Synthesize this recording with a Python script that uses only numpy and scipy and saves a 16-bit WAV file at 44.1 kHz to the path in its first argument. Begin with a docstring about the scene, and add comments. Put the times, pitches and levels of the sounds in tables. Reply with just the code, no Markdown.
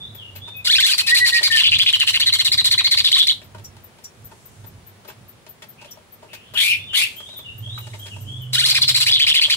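"""A caged songbird rattles and rasps close to a two-port microphone on a small hard-walled porch.
Other birds whistle further off, an insect ticks very high, wood and wires knock and clink, and a low
hum wavers under a hiss whose treble swells now and then. Birds are phase oscillators with shaking
pitch, coloured by throat and breath; ticks and blows are noise bursts ringing resonances; hum and hiss
are shaped noise, with a drone of gliding tones. Decaying noise echoes form the porch and the yard."""
import sys
import numpy as np
from scipy import signal
from scipy.fft import rfft, irfft
from scipy.io import wavfile
from scipy.ndimage import uniform_filter1d, minimum_filter1d

SR = 44100
rng = np.random.default_rng(int(sys.argv[2]) if len(sys.argv) > 2 else 0)


def store_pcm(level_fs):
    """Save levels as 16-bit WAV."""
    pcm = np.round(np.clip(level_fs, -1, 1) * 32767).astype(np.int16)
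    wavfile.write(sys.argv[1], SR, np.atleast_2d(pcm).T)


N = 421596
T = np.arange(N) / SR


def undb(db):
    """Amplitude ratio of a level in decibels."""
    return 10 ** (np.asarray(db) / 20)


def unit(x):
    """Normalization to a root-mean-square of one."""
    return x / np.sqrt(np.mean(x ** 2))


def walk(rate, size=N):
    """Slow noise by sample and hold: random levels held 1 / rate s, then slewed; spread near 1."""
    k = max(int(SR / rate), 2)
    held = np.repeat(rng.standard_normal(size // k + 1), k)
    return 1.32 * uniform_filter1d(held, k)[:size]


def resonate(x, modes):
    """Modal superposition: a sum of two-pole resonances (pitch_hz, width_hz, level_db)."""
    return sum(undb(db) * signal.lfilter(*signal.iirpeak(hz, hz / width, fs=SR), x)
               for hz, width, db in modes)


def add(out, s, x):
    """Linear superposition of x on out from s seconds."""
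    i = int(s * SR)
    out[i:i + len(x)] += x[:len(out) - i]


def lay(table):
    """Linear interpolation of a curve table: start time, soft-edged window and its columns by sample."""
    s, *columns = np.transpose(table)
    t = np.arange(s[0], s[-1], 1 / SR)
    edge = np.clip(np.minimum(t - s[0], s[-1] - t) / .004, 0, 1)
    return s[0], edge, [np.interp(t, s, c) for c in columns]


def tone(hz, jitter, rate):
    """Frequency modulation: the phase is the integral of a pitch that shakes by the share jitter."""
    return np.cumsum(2 * np.pi * hz * (1 + jitter * walk(rate, size=len(hz))) / SR)


def flutter(size, hz, depth, start):
    """Amplitude modulation: a quick uneven throb of beating membranes, from a share of its cycle."""
    phase = tone(np.full(size, hz), 0.091, 52.9) + 2 * np.pi * start
    return unit(1 + depth * np.sin(phase))


def glides(tables, jitter, rate=360.0):
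    """Frequency-modulated near-sine notes following curves of (time_s, pitch_hz, level_db)."""
    out = np.zeros(N)
    for note in tables:
        s, edge, (hz, db) = lay(note)
        add(out, s, np.sqrt(2) * undb(db) * edge * np.sin(tone(hz, jitter, rate)))
    return out


def slides(rows, swell_db, fade_db):
    """Piecewise-linear glides: notes swell, slide to a turning pitch and fade towards their end pitch."""
    curves = []
    for s, length, start_hz, turn_hz, end_hz, turn, db in rows:
        early_hz = start_hz + 0.3 * (turn_hz - start_hz)
        curves.append([(s, start_hz, db - 13.5), (s + 0.3 * turn * length, early_hz, db - swell_db),
                       (s + turn * length, turn_hz, db), (s + length, end_hz, db - fade_db)])
    return curves


def place(x, t60, wet_db, tail_t60, tail_db, pan_db):
    """Reverberation and arrival delay: left port first, then echoes of near walls and wider yard."""
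    port_lag_s = 5 / 44100
    t = np.arange(int(.6 * SR)) / SR
    late = np.clip(t / 0.0012 - 1, 0, 1)
    walls = unit(late * 1000 ** (-t / t60)) * undb(wet_db)
    yard = unit(late * 1000 ** (-t / tail_t60)) * undb(tail_db)
    # each port has its own echo
    echo = (walls + yard) * rng.standard_normal((2, len(t))) / np.sqrt(len(t))
    echo[0, 0] += undb(pan_db / 2)
    echo[1, round(port_lag_s * SR)] += undb(-pan_db / 2)
    return signal.oaconvolve(x[None], echo, axes=1)[:, :N]


def rumble():
    """Resonant filtering of noise: low modes make a wavering hum, nearly alike at both ports."""
    # level before the waver: time_s, level_db
    hum_level = [(0.0, -57), (0.12, -47), (0.85, -48.5), (2.6, -47), (3.89, -48), (4.049, -109),
                 (4.15, -49), (4.26, -40), (4.39, -57), (4.52, -46.5), (4.76, -47), (5.06, -69),
                 (5.22, -42), (5.3, -61), (6.47, -60), (6.52, -44), (6.9, -48), (7.1, -54), (7.64, -42.5),
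                 (8.2, -40.5), (8.49, -42.5), (9.2, -40), (9.35, -50.5), (9.56, -43)]
    # low resonances: pitch_hz, width_hz, level_db
    low_modes = [(73, 188, -3.5), (100, 6.9, 10), (125, 5, -25)]
    waver_db, waver_per_s = 3.5, 6.5
    s, db = np.transpose(hum_level)
    mid, side = rng.standard_normal((2, N))
    ports = mid + 0.11 * side * np.array([[1], [-1]])
    low = unit(resonate(resonate(ports, low_modes), [(100, 97, 0)]))
    return low * undb(np.interp(T, s, db) + waver_db * walk(waver_per_s))


def air():
    """Spectral shaping of noise: a hiss more alike at both ports in the bass than in the treble."""
    # relative spectrum of the hiss: frequency_hz, density_db
    spectrum = [(18, -60), (30, -25), (108, -3.5), (177, -9), (249, -9), (292, -20.5), (332, -11),
                (1590, -21.5), (3320, -25), (6210, -31), (11300, -32), (13600, -51), (15500, -32.5)]
    level_db, wander_db = -50.5, 0.5
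    hz = np.maximum(np.arange(N // 2 + 1) * SR / N, 1)
    curve_hz, curve_db = np.transpose(spectrum)
    gain = undb(np.interp(np.log(hz), np.log(curve_hz), curve_db))
    mid, side = (rfft(rng.standard_normal(N)) * gain for _ in range(2))
    side = side * np.clip(0.35 + hz / 2100.0, 0, 1)
    return undb(level_db + wander_db * walk(3.2)) * unit(irfft([mid + side, mid - side], N))


def warble():
    """Frequency modulation: a far bird's sliding notes are near-sines of gliding pitch."""
    # notes: start_s, length_s, start_hz, turn_hz, end_hz, turn_share (of length), level_db (at the turn)
    far_notes = [(0.0, 0.066, 3490, 3533, 3530, 0.49, -42), (0.03, 0.088, 3680, 3910, 3840, 0.57, -53),
                 (0.155, 0.15, 3690, 2852, 2866, 0.46, -45.5), (0.4, 0.16, 3360, 3643, 3600, 0.38, -44.5),
                 (6.775, 0.15, 3510, 3547, 3550, 0.3, -47.5), (6.88, 0.083, 3220, 2790, 2800, 0.53, -39),
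                 (7.16, 0.083, 3050, 3220, 3290, 0.32, -43.5), (7.245, 0.18, 3440, 3860, 3354, 0.4, -45.5),
                 (7.44, 0.09, 3030, 2800, 2820, 0.42, -42), (7.62, 0.076, 3095, 3340, 3270, 0.69, -43.5),
                 (7.68, 0.11, 3440, 3923, 3870, .65, -42), (7.8, 0.061, 2860, 2916, 2840, 0.28, -49),
                 (7.99, 0.076, 3060, 3290, 3260, 0.39, -44.5), (8.105, 0.041, 3010, 2840, 2544, 0.41, -43),
                 (8.255, 0.13, 3060, 3390, 3360, 0.7, -43), (8.4, 0.055, 3210, 2930, 2900, 0.54, -43.5)]
    return glides(slides(far_notes, 0.69, 4.6), 0.018)


def ticks():
    """Resonance under friction: an insect's short scrape rings a narrow, very high mode."""
    # a little under five a second: time_s (8 ms into the scrape), peak_db (before placing)
    tick_rows = [(0.148, -37), (0.359, -33), (0.567, -33.5), (3.441, -44), (3.643, -41), (3.839, -35.5),
                 (4.041, -42), (4.248, -36), (4.458, -39), (4.666, -37), (4.87, -37), (5.081, -37),
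                 (5.286, -38.5), (5.493, -36), (5.692, -36.5), (5.91, -39), (6.125, -39), (6.335, -40),
                 (6.542, -36), (6.75, -40), (7.164, -33), (7.371, -31.5), (7.584, -35.5), (7.786, -33),
                 (7.992, -38), (8.21, -37), (8.421, -39)]
    centre_hz, spread_hz = 13650, 250
    out, t = np.zeros(N), T[:4000]
    for s, db in tick_rows:
        hz = centre_hz + spread_hz * rng.standard_normal()
        scrape = rng.standard_normal(len(t)) * (1 - np.exp(-t / .008)) ** 2 * 1000 ** (-t / .09)
        ring = resonate(resonate(scrape, [(hz, 700, 0)]), [(hz, 1300, 0)])
        add(out, s - .008, undb(db) * ring / abs(ring).max())
    return out


def knocks():
    """Modal excitation: feet and beaks strike perches and bars, an uneven blow waking wooden modes."""
    # blows: start_s, peak_db (of the dull part), brightness_db (bright peak over dull peak)
    blows = [(0.148, -56, 15), (0.352, -44.5, 11.5), (0.476, -35, -6), (1.408, -30, 8), (3.416, -46.5, 11),
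             (3.545, -32.5, -50), (3.581, -40, -6), (3.766, -47.5, 7.5), (3.985, -50, 5),
             (4.311, -38.5, -19), (4.642, -40, -12), (5.047, -38.5, -15), (5.077, -35, -4.5),
             (5.1, -41.5, 7.5), (5.464, -39.5, -0.5), (5.62, -39.5, 6), (5.812, -40.5, 0.5),
             (5.845, -42.5, 4), (5.972, -38, -16), (6.221, -37, -26), (6.331, -40, 9.5), (6.536, -31.5, 0),
             (6.932, -52, 26), (7.2, -38.5, 0), (7.288, -40.5, 3), (7.328, -47, 3), (7.389, -40, 0.5),
             (7.667, -46, -13), (7.775, -43, 10), (7.864, -39, 2.5), (7.936, -36, -2), (8.056, -42.5, 11),
             (8.159, -38.5, -9), (9.476, -36.5, 6)]
    # dull modes before scatter: pitch_hz, width_hz, level_db
    dull_modes = [(413, 63, -6), (630, 92, 1), (918, 97, -1.5), (1300, 330, -12)]
    # bright modes before scatter: pitch_hz, width_hz, level_db
    bright_modes = [(1900, 1250, 8), (2800, 1100, 11), (5130, 8800, -13)]
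    blow_t60_s, scatter_db = 0.095, 3.5
    out, t = np.zeros(N), T[:6000]
    for s, db, bright_db in blows:
        blow = rng.standard_normal(len(t)) * undb(3.9 * walk(252.0, size=len(t)))
        blow *= np.clip(t / 0.0013, 0, 1) * 1000 ** (-t / blow_t60_s)
        parts = []
        for modes in (dull_modes, bright_modes):
            # each blow lands elsewhere and wakes the modes differently
            woken = [(hz, width, mode_db + scatter_db * rng.standard_normal()) for hz, width, mode_db in modes]
            ring = resonate(blow, woken)
            parts.append(ring / abs(ring).max())
        dull, bright = parts
        add(out, s, undb(db) * (dull + undb(bright_db) * bright))
    return out


def whistles():
    """Frequency modulation: neighbouring birds' clear whistles are near-sines turning in pitch."""
    # notes: start_s, length_s, start_hz, turn_hz, end_hz, turn_share (of length), level_db (at the turn)
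    clear_notes = [(0.536, 0.1, 2540, 2504, 2460, 0.59, -38.5), (1.022, 0.055, 2560, 2540, 2490, .7, -30),
                   (1.075, 0.091, 1808, 1928, 1820, 0.68, -13), (1.198, 0.083, 1938, 1942, 1803, 0.54, -14),
                   (1.32, 0.078, 1924, 1874, 1858, 0.56, -11), (1.5, 0.088, 1858, 1805, 1744, 0.67, -11)]
    return glides(slides(clear_notes, 4.0, 11.0), .011, 120.)


def syllables():
    """Pitch contours of membrane tension: dips that climb back, then arches that rise, hold and plunge.
    Rows: start_s, level_db, length_s, breath_db, places (shares), four pitches_hz, closing_fade_db."""
    # scolding dips: start_s, level_db, length_s, breath_db, lowest_hz
    dip_rows = [(0.648, -34, 0.036, 12, 2170), (0.667, -12, 0.061, -8.5, 1397), (0.72, -6, 0.049, -6, 1690),
                (0.78, -8.5, 0.033, -5.5, 1503), (0.823, -8.5, 0.051, -5, 1708),
                (0.882, -17, 0.046, 3, 1504), (1.603, -24, 0.042, -11, 903), (3.153, -9.5, 0.05, -1, 1050),
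                (8.528, -36, 0.029, 9.5, 2190), (8.549, -16, 0.06, 0.5, 1388),
                (8.605, -15, 0.063, 0.5, 1373), (8.667, -21, 0.03, 6, 1023), (8.722, -33, 0.032, -4, 720),
                (9.095, -33, 0.04, -2, 786)]
    # places of the four pitches in a dip: share_of_length
    dip_places = [0., .2, .48, 1.]
    # rattle arches: start_s, level_db (before the fade), length_s, breath_db
    arch_rows = [(0.928, -18, 0.02, 11), (0.978, -19.5, 0.043, 6.5), (1.067, -16.5, 0.058, 1),
                 (1.146, -13.5, 0.054, 2.5), (1.249, -17.5, 0.056, 2.5), (1.328, -14.5, 0.069, -5.5),
                 (1.428, -9.5, 0.057, -4.5), (1.509, -27, 0.081, 7.5), (1.557, -13.5, 0.065, -3.5),
                 (1.628, -16, 0.063, -4.5), (1.712, -16.5, 0.054, -2.5), (1.786, -19, 0.053, 3),
                 (1.857, -28, 0.056, 7), (1.927, -17, 0.042, 2), (1.996, -13.5, 0.044, -1.5),
                 (2.068, -15.5, 0.041, 3), (2.131, -16.5, 0.047, -2.5), (2.196, -14.5, 0.048, -4),
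                 (2.258, -10.5, 0.046, -10.5), (2.322, -9.5, 0.042, -9), (2.386, -11.5, 0.041, -5.5),
                 (2.449, -10.5, 0.035, -2.5), (2.514, -12, 0.042, -5.5), (2.576, -8, 0.045, -9),
                 (2.643, -10.5, 0.048, -5.5), (2.709, -8, 0.045, -6.5), (2.775, -7, 0.042, -9.5),
                 (2.842, -4, 0.039, -10), (2.91, -5.5, 0.043, -9), (2.969, -7.5, 0.047, -8),
                 (3.042, -10, 0.049, -5), (3.114, -12, 0.056, -3.5), (3.203, -19, 0.034, 3),
                 (3.266, -18, 0.06, -6), (8.693, -8, 0.036, -3.5), (8.744, -13, 0.047, -2.5),
                 (8.815, -2.5, 0.03, -7.5), (8.876, -6, 0.038, -5.5), (8.943, -12.5, 0.041, -0.5),
                 (9.001, -16, 0.042, 4), (9.06, -22.5, 0.045, 6.5), (9.109, -16.5, 0.064, -2.5),
                 (9.19, -18, 0.059, -3), (9.263, -18.5, 0.054, -2), (9.337, -23, 0.064, 2),
                 (9.409, -12, 0.055, -4), (9.496, -15.5, 0.054, -1)]
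    # first and last pitch of an arch before scatter: pitch_hz
    arch_ends = [1552, 832]
    # drift of the arch tops through a bout, before scatter: time_s, early_hz, late_hz
    arch_tops = [(1.0, 2227, 2266), (1.6, 2250, 2145), (2.3, 2125, 2120), (2.7, 2135, 2040),
                 (3.0, 2232, 2212), (3.3, 2204, 2120), (8.7, 2245, 2440), (9.0, 2178, 2460),
                 (9.2, 2210, 2218), (9.5, 2247, 2164)]
    dip_from_hz, dip_to_hz, climb_share = 2350, 2522, 0.061  # share of the climb done at the third place
    rise_s, plunge_s, plunge_fade_db, pitch_scatter = 0.00704, 0.016, 6, 0.03
    rows = []
    for *row, low_hz in dip_rows:
        back_hz = low_hz + climb_share * (dip_to_hz - low_hz)
        rows.append((*row, dip_places, [dip_from_hz, low_hz, back_hz, dip_to_hz], 0))
    top_s, early, late = np.transpose(arch_tops)
    for s, db, length, breath_db in arch_rows:
        places = [0, min(rise_s / length, .4), max(1 - plunge_s / length, .45), 1]
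        tops = [np.interp(s, top_s, early), np.interp(s, top_s, late)]
        pitch = np.array([arch_ends[0], *tops, arch_ends[1]])
        pitch = pitch * (1 + pitch_scatter * rng.standard_normal(4))
        rows.append((s, db, length, breath_db, places, pitch, plunge_fade_db))
    return rows


def rattle():
    """Source and filter: the throat favours overtones near its peaks, and taut membranes roughen.
    Returns the voice and its breath."""
    # throat response: frequency_hz, level_db
    throat = [(800, -6), (1400, -6), (2200, 7.5), (2750, 7), (3400, 5), (4200, 9), (5100, -5), (5600, 6),
              (6500, 5), (8000, 5), (10000, -60), (13000, -49)]
    # breath resonances: pitch_hz, width_hz, level_db (relative)
    breath_modes = [(4090, 740, 13), (5540, 300, 2), (7460, 750, 2), (9170, 730, -1.5), (13200, 1000, -32)]
    octave_at_24_db, octave_per_db = 8.5, 0.62  # octave boost of a -24 dB syllable, its rise with level
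    hiss_db, hoarse_db = -5.5, -0.5  # hiss at the beak; noisy octave that rides on the pitch
    colour_scatter_db, crackle, dip_shake = 2.5, .45, .45
    slack_below_hz, slack_fade_db = 1600, 20
    out, gasps = np.zeros(N), np.zeros(N)
    throat_hz, throat_db = np.transpose(throat)
    for s, db, length, breath_db, places, pitch, fade_db in syllables():
        colour_db = colour_scatter_db * rng.standard_normal(size=7)  # the beak gapes differently each time
        octave_db = octave_at_24_db + octave_per_db * (db + 24.0)
        u = np.arange(int(length * SR)) / (length * SR)
        hz = uniform_filter1d(np.interp(u, places, pitch), 150)
        closing = (u - places[2]) / (1 - places[2])
        # arches stay rough up to the plunge; dips are cleaner
        arch = (fade_db > 0) * np.clip(1.2 - 1.5 * closing, 0, 1)
        taut = (hz / 2100) ** 3
        shake = np.clip(.03 + .05 * undb(breath_db), 0, .07) * np.maximum(taut, arch * .8)
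        phase = tone(hz, shake * (1 if fade_db else dip_shake), 900.)

        # overtones fade when the membranes slacken
        slack_db = slack_fade_db * np.clip((slack_below_hz - hz) / 300, 0, 1)
        voice = np.zeros(len(u))
        for k in range(1, 7):
            overtone_db = np.interp(np.log(k * hz), np.log(throat_hz), throat_db) - 4.9 * k
            overtone_db = overtone_db + colour_db[k] + (k == 2) * octave_db - (k > 1) * slack_db
            voice += undb(overtone_db) * np.sin(k * phase)
        voice = unit(voice * (1 + arch * crackle * walk(500., size=len(u))))
        octave = np.sin(tone(2 * hz, 0, 900.))
        hoarse = undb(breath_db + hoarse_db) * taut * walk(1100., size=len(u)) * octave

        throb = flutter(len(u), 185.5, 0.32, rng.random())
        shape = undb(db - fade_db * np.clip(closing, 0, 1))
        shape = shape * (1 + np.clip(taut, 0, 1) * (throb - 1))
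        shape *= np.clip((1 - u) * length / 0.00024, 0, 1)
        add(out, s, shape * np.clip(u * length / 0.0046, 0, 1) ** 2 * (voice + hoarse))
        # the breath leads the voice by 6 ms
        puff = undb(breath_db - 1.5 + 4.5 * walk(300., size=len(u)))
        add(gasps, s - .006, shape * taut * np.clip(u * length / .014, 0, 1) * puff)
    hiss = unit(resonate(rng.standard_normal(N), breath_modes))
    return out, undb(hiss_db) * gasps * hiss


def buzz():
    """Amplitude modulation: a deep throb chops nearly pure notes from the other side of the syrinx."""
    # notes: start_s, level_db (before weakening), length_s, start_hz, end_hz
    buzz_rows = [(0.751, -2.5, 0.023, 2325, 2710), (0.81, -12, 0.016, 2900, 2420),
                 (0.864, -9, 0.016, 2830, 2500), (0.914, -10.5, 0.029, 2600, 2550),
                 (0.998, -14, 0.012, 2550, 3050), (1.085, -10, 0.021, 2410.0, 2840),
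                 (1.167, -6.5, 0.013, 2640, 2800.0), (1.273, -22, 0.041, 2450, 2940),
                 (1.355, -13.5, 0.035, 2480, 2720), (1.523, -12.5, 0.034, 3110, 3090),
                 (1.571, -6, 0.048, 2900, 3320), (1.634, -4.5, 0.048, 2800, 2960),
                 (1.654, -11.5, 0.045, 3470, 3610), (1.718, -1.5, 0.033, 2750, 3100),
                 (1.749, -15.5, 0.025, 3230, 3670), (1.796, -1.5, 0.031, 2800, 3270),
                 (1.801, -24, 0.036, 3504, 3720), (1.862, -8, 0.039, 2800, 3134),
                 (1.866, -8, 0.04, 3460, 3650), (1.934, 0, 0.02, 2965, 2997),
                 (2.006, -2.5, 0.024, 2910, 2870), (2.074, -4.5, 0.027, 2810, 2996),
                 (2.142, -13.5, 0.036, 2800, 3160), (2.214, -10.5, 0.026, 2730, 3110),
                 (2.292, -18.5, 0.016, 3630, 2730), (2.349, -21, 0.025, 3300, 2840),
                 (2.404, -14, 0.019, 3370, 2750), (2.475, -17.5, 0.017, 3390, 2640),
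                 (2.789, -8.5, 0.018, 2280, 2800.0), (2.978, -18, 0.033, 2940, 2830),
                 (3.056, -2.5, 0.025, 3530, 3420), (3.127, 2.5, 0.026, 3500, 3700),
                 (3.16, -13.5, 0.031, 3400, 3750), (3.196, 2, 0.0283, 3514, 3736),
                 (3.227, -20, 0.022, 3480, 3570), (3.281, -4.5, 0.035, 3696, 3400),
                 (8.761, -10, 0.015, 2500, 2710), (8.954, -14, 0.023, 2455, 2880),
                 (9.01, -14, 0.028, 2650, 2910), (9.065, -11, 0.04, 2196, 3450),
                 (9.123, -5, 0.043, 3500, 3880), (9.153, -19, 0.04, 3600, 3210),
                 (9.199, -10, 0.019, 2480, 3590), (9.214, -7.5, 0.036, 3590, 3270),
                 (9.269, -9.5, 0.028, 2326, 3630), (9.293, -13, 0.039, 3480, 3150),
                 (9.342, -11, 0.027, 2377, 3550), (9.365, -11, 0.037, 3370, 3120),
                 (9.415, -8, 0.03, 2274, 3180), (9.438, -7, 0.026, 3290, 3163),
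                 (9.499, -12, 0.027, 2250, 3190), (9.518, -11, 0.029, 3230, 3200)]
    low_loss_db_per_khz, fade_db = 13, 4  # weaker under 3 kHz; fades a little along the note
    out = np.zeros(N)
    for s, db, length, start_hz, end_hz in buzz_rows:
        u = np.arange(int(length * SR)) / (length * SR)
        edge = np.clip(np.minimum(u / .0015, (1 - u) / .004) * length, 0, 1)
        shape = edge * unit(flutter(len(u), 155., .9, -.1) ** 1.5)
        hz = start_hz + (end_hz - start_hz) * u
        weak_db = low_loss_db_per_khz * np.clip(3 - hz / 1000, 0, 1) + fade_db * (u - .5)
        jitter = np.clip(2.2 * length, .05, .075)  # long notes are hoarser
        add(out, s, np.sqrt(2) * undb(db - weak_db) * shape * np.sin(tone(hz, jitter, 900.)))
    return out


def clinks():
    """Modal ringing: short rattling noise excites the high resonances of thin wires."""
    # clinks: start_s, peak_db (before placing)
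    clink_rows = [(3.641, -34.5), (4.0374, -30.5), (5.908, -36)]
    # wire resonances: pitch_hz, width_hz, level_db (relative)
    wire_modes = [(5690, 140, 5), (7030, 160, -1), (10530, 450, -13.5)]
    out, t = np.zeros(N), T[:6000]
    for s, db in clink_rows:
        jangle = rng.standard_normal(len(t)) * np.clip(t / .01, 0, 1) * 1000 ** (-t / .07)
        ring = resonate(jangle, wire_modes)
        add(out, s, undb(db) * ring / abs(ring).max())
    return out


def swells():
    """Incoherent band noise under bell-shaped envelopes: soft treble rises, unrelated at the two ports."""
    # rises: middle_s, length_s (between the 1/e points), level_db (at the middle)
    swell_rows = [(4.45, 0.64, -58), (7.152, 0.45, -53), (8.034, 0.78, -51)]
    # treble band, passed twice: pitch_hz, width_hz, level_db
    treble_band = [(7340, 5400, 0)]
    level = sum(undb(db) * np.exp(-(2 * (T - s) / length) ** 2) for s, length, db in swell_rows)
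    hiss = resonate(resonate(rng.standard_normal((2, N)), treble_band), treble_band)
    return level * unit(hiss)


def faint_calls():
    """Random frequency modulation: strong quick pitch shake makes far-off calls hoarse."""
    # one curve a call: time_s, pitch_hz, level_db
    call_curves = [
        [(5.775, 2600, -54), (5.83, 2740, -57), (5.86, 2900, -69), (5.885, 3310, -53), (5.91, 3270, -66)],
        [(6.28, 2790, -58), (6.33, 2634, -53), (6.4, 2776, -59), (6.46, 3180, -56), (6.52, 3210, -60)],
    ]
    return glides(call_curves, 0.0727, 900.)


def rasp():
    """Two independent oscillators: both sides of the syrinx sound roughly with a rush of breath."""
    # rasps: start_s, length_s, level_db (added to the course), extra_breath_db, end_change_db
    rasp_rows = [(6.548, 0.228, -11.5, -4, -0.5), (6.93, 0.15, -11, 0, -7.5)]
    # course of a rasp: share_of_length, level_db, low_hz, high_hz, high_db, breath_db
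    course = [(0.001, -33, 1300, 2897, 17.5, -3), (0.151, -19.5, 1900, 3102, 14.5, 4),
              (0.302, -6.5, 2165, 3546, 11, 3.5), (0.452, -10, 2429, 3500, -12, -3),
              (0.7, -2, 2620, 3350, -20, -12), (0.88, -6.5, 2450, 3280, -10, -28),
              (0.999, -36, 2260, 3020, -10, 3)]
    # breath resonances: pitch_hz, width_hz, level_db (relative)
    rush_modes = [(4270, 790, 15.5), (7300, 2700, 4.5), (9400, 1800, 5), (12300, 200, 8)]
    out = np.zeros(N)
    for start, length, top_db, extra_db, change_db in rasp_rows:
        curve = [(start + u * length, *rest) for u, *rest in course]
        s, edge, (db, low_hz, high_hz, high_db, breath_db) = lay(curve)
        size = len(db)
        low, high = tone(low_hz, .06, 900.), tone(high_hz, .09, 1200.)
        voice = np.sin(low) + undb(-21.5) * np.sin(2 * low) + undb(high_db) * np.sin(high)
        rush = undb(breath_db + extra_db) * unit(resonate(rng.standard_normal(size), rush_modes))
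        level = undb(db + top_db + np.linspace(0, change_db, size) + 4 * walk(200., size=size))
        add(out, s, level * edge * flutter(size, 170., .8, rng.random()) * (voice + rush))
    return out


def drone():
    """Frequency modulation: a motor-like drone of low near-sine tones comes and goes."""
    # one curve a tone: time_s, pitch_hz, level_db
    drone_curves = [
        [(7.45, 112.8, -62), (7.6, 103.4, -34.5), (7.8, 103.6, -41), (8.05, 100.6, -38.5), (8.25, 100, -50)],
        [(7.55, 119.7, -40), (7.65, 118.2, -35), (7.85, 119, -39), (7.95, 117, -38)],
        [(8.22, 124.8, -48), (8.35, 125, -36.5), (8.5, 127.5, -31.5), (8.7, 130.3, -38), (8.95, 125, -35),
         (9.15, 119, -42.5), (9.3, 117, -46)],
    ]
    return glides(drone_curves, 0.012, 17.7)


def taps():
    """Damped oscillation: small things tap as decaying sines."""
    # taps: start_s, level_db (of the undamped sine's peak), pitch_hz
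    tap_rows = [(7.777, -26, 1280), (7.934, -30, 2120)]
    t60_s = 0.019
    out, t = np.zeros(N), T[:6000]
    for s, db, hz in tap_rows:
        shape = np.clip(t / 0.0012, 0, 1) * 1000 ** (-t / t60_s)
        add(out, s, undb(db) * shape * np.sin(2 * np.pi * hz * t))
    return out


def scene():
    """Superposition of all sources, each with its own balance of direct and reflected sound."""
    hum = (rumble() + drone()) * undb([[-1.5], [1.5]])  # a little stronger on the right
    far = place(warble() + faint_calls(), 0.12, 3.3, 1.0, -0.45, 0.92)
    insect = place(ticks(), 0.024, 2.1, 0.17, -23.5, 11.0)
    strikes = place(knocks() + clinks() + taps(), 0.012, -7.0, 0.12, 0.0, 7.5)
    neighbour = place(whistles(), .1, -5., .4, -20., 5.)
    voice, breath = rattle()
    bird = place(voice + buzz(), 0.045, -11.5, 0.22, -17.0, 1.0)
    bird += place(breath, 0.05, 1.5, 0.25, -7.5, 2.1)  # hiss scatters off the bars
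    bird += place(rasp(), 0.044, 0.39, 0.31, -5.0, 6.0)  # head turned away: more of the walls
    return bird + neighbour + far + insect + strikes + hum + air() + swells()


def record(dry):
    """Dynamic compression and low-pass filtering: loud bursts are eased and the microphone cuts the top."""
    top_hz, threshold = 15700, .54
    peak = uniform_filter1d(-minimum_filter1d(-abs(dry).max(axis=0), size=260), size=260)
    gain = np.minimum(1, threshold / (peak + 1e-9)) ** .8
    low_pass = signal.ellip(12, .2, 90, top_hz, fs=SR, output="sos")
    return signal.sosfilt(low_pass, dry * gain)


dry = scene()
out = record(dry)
store_pcm(out)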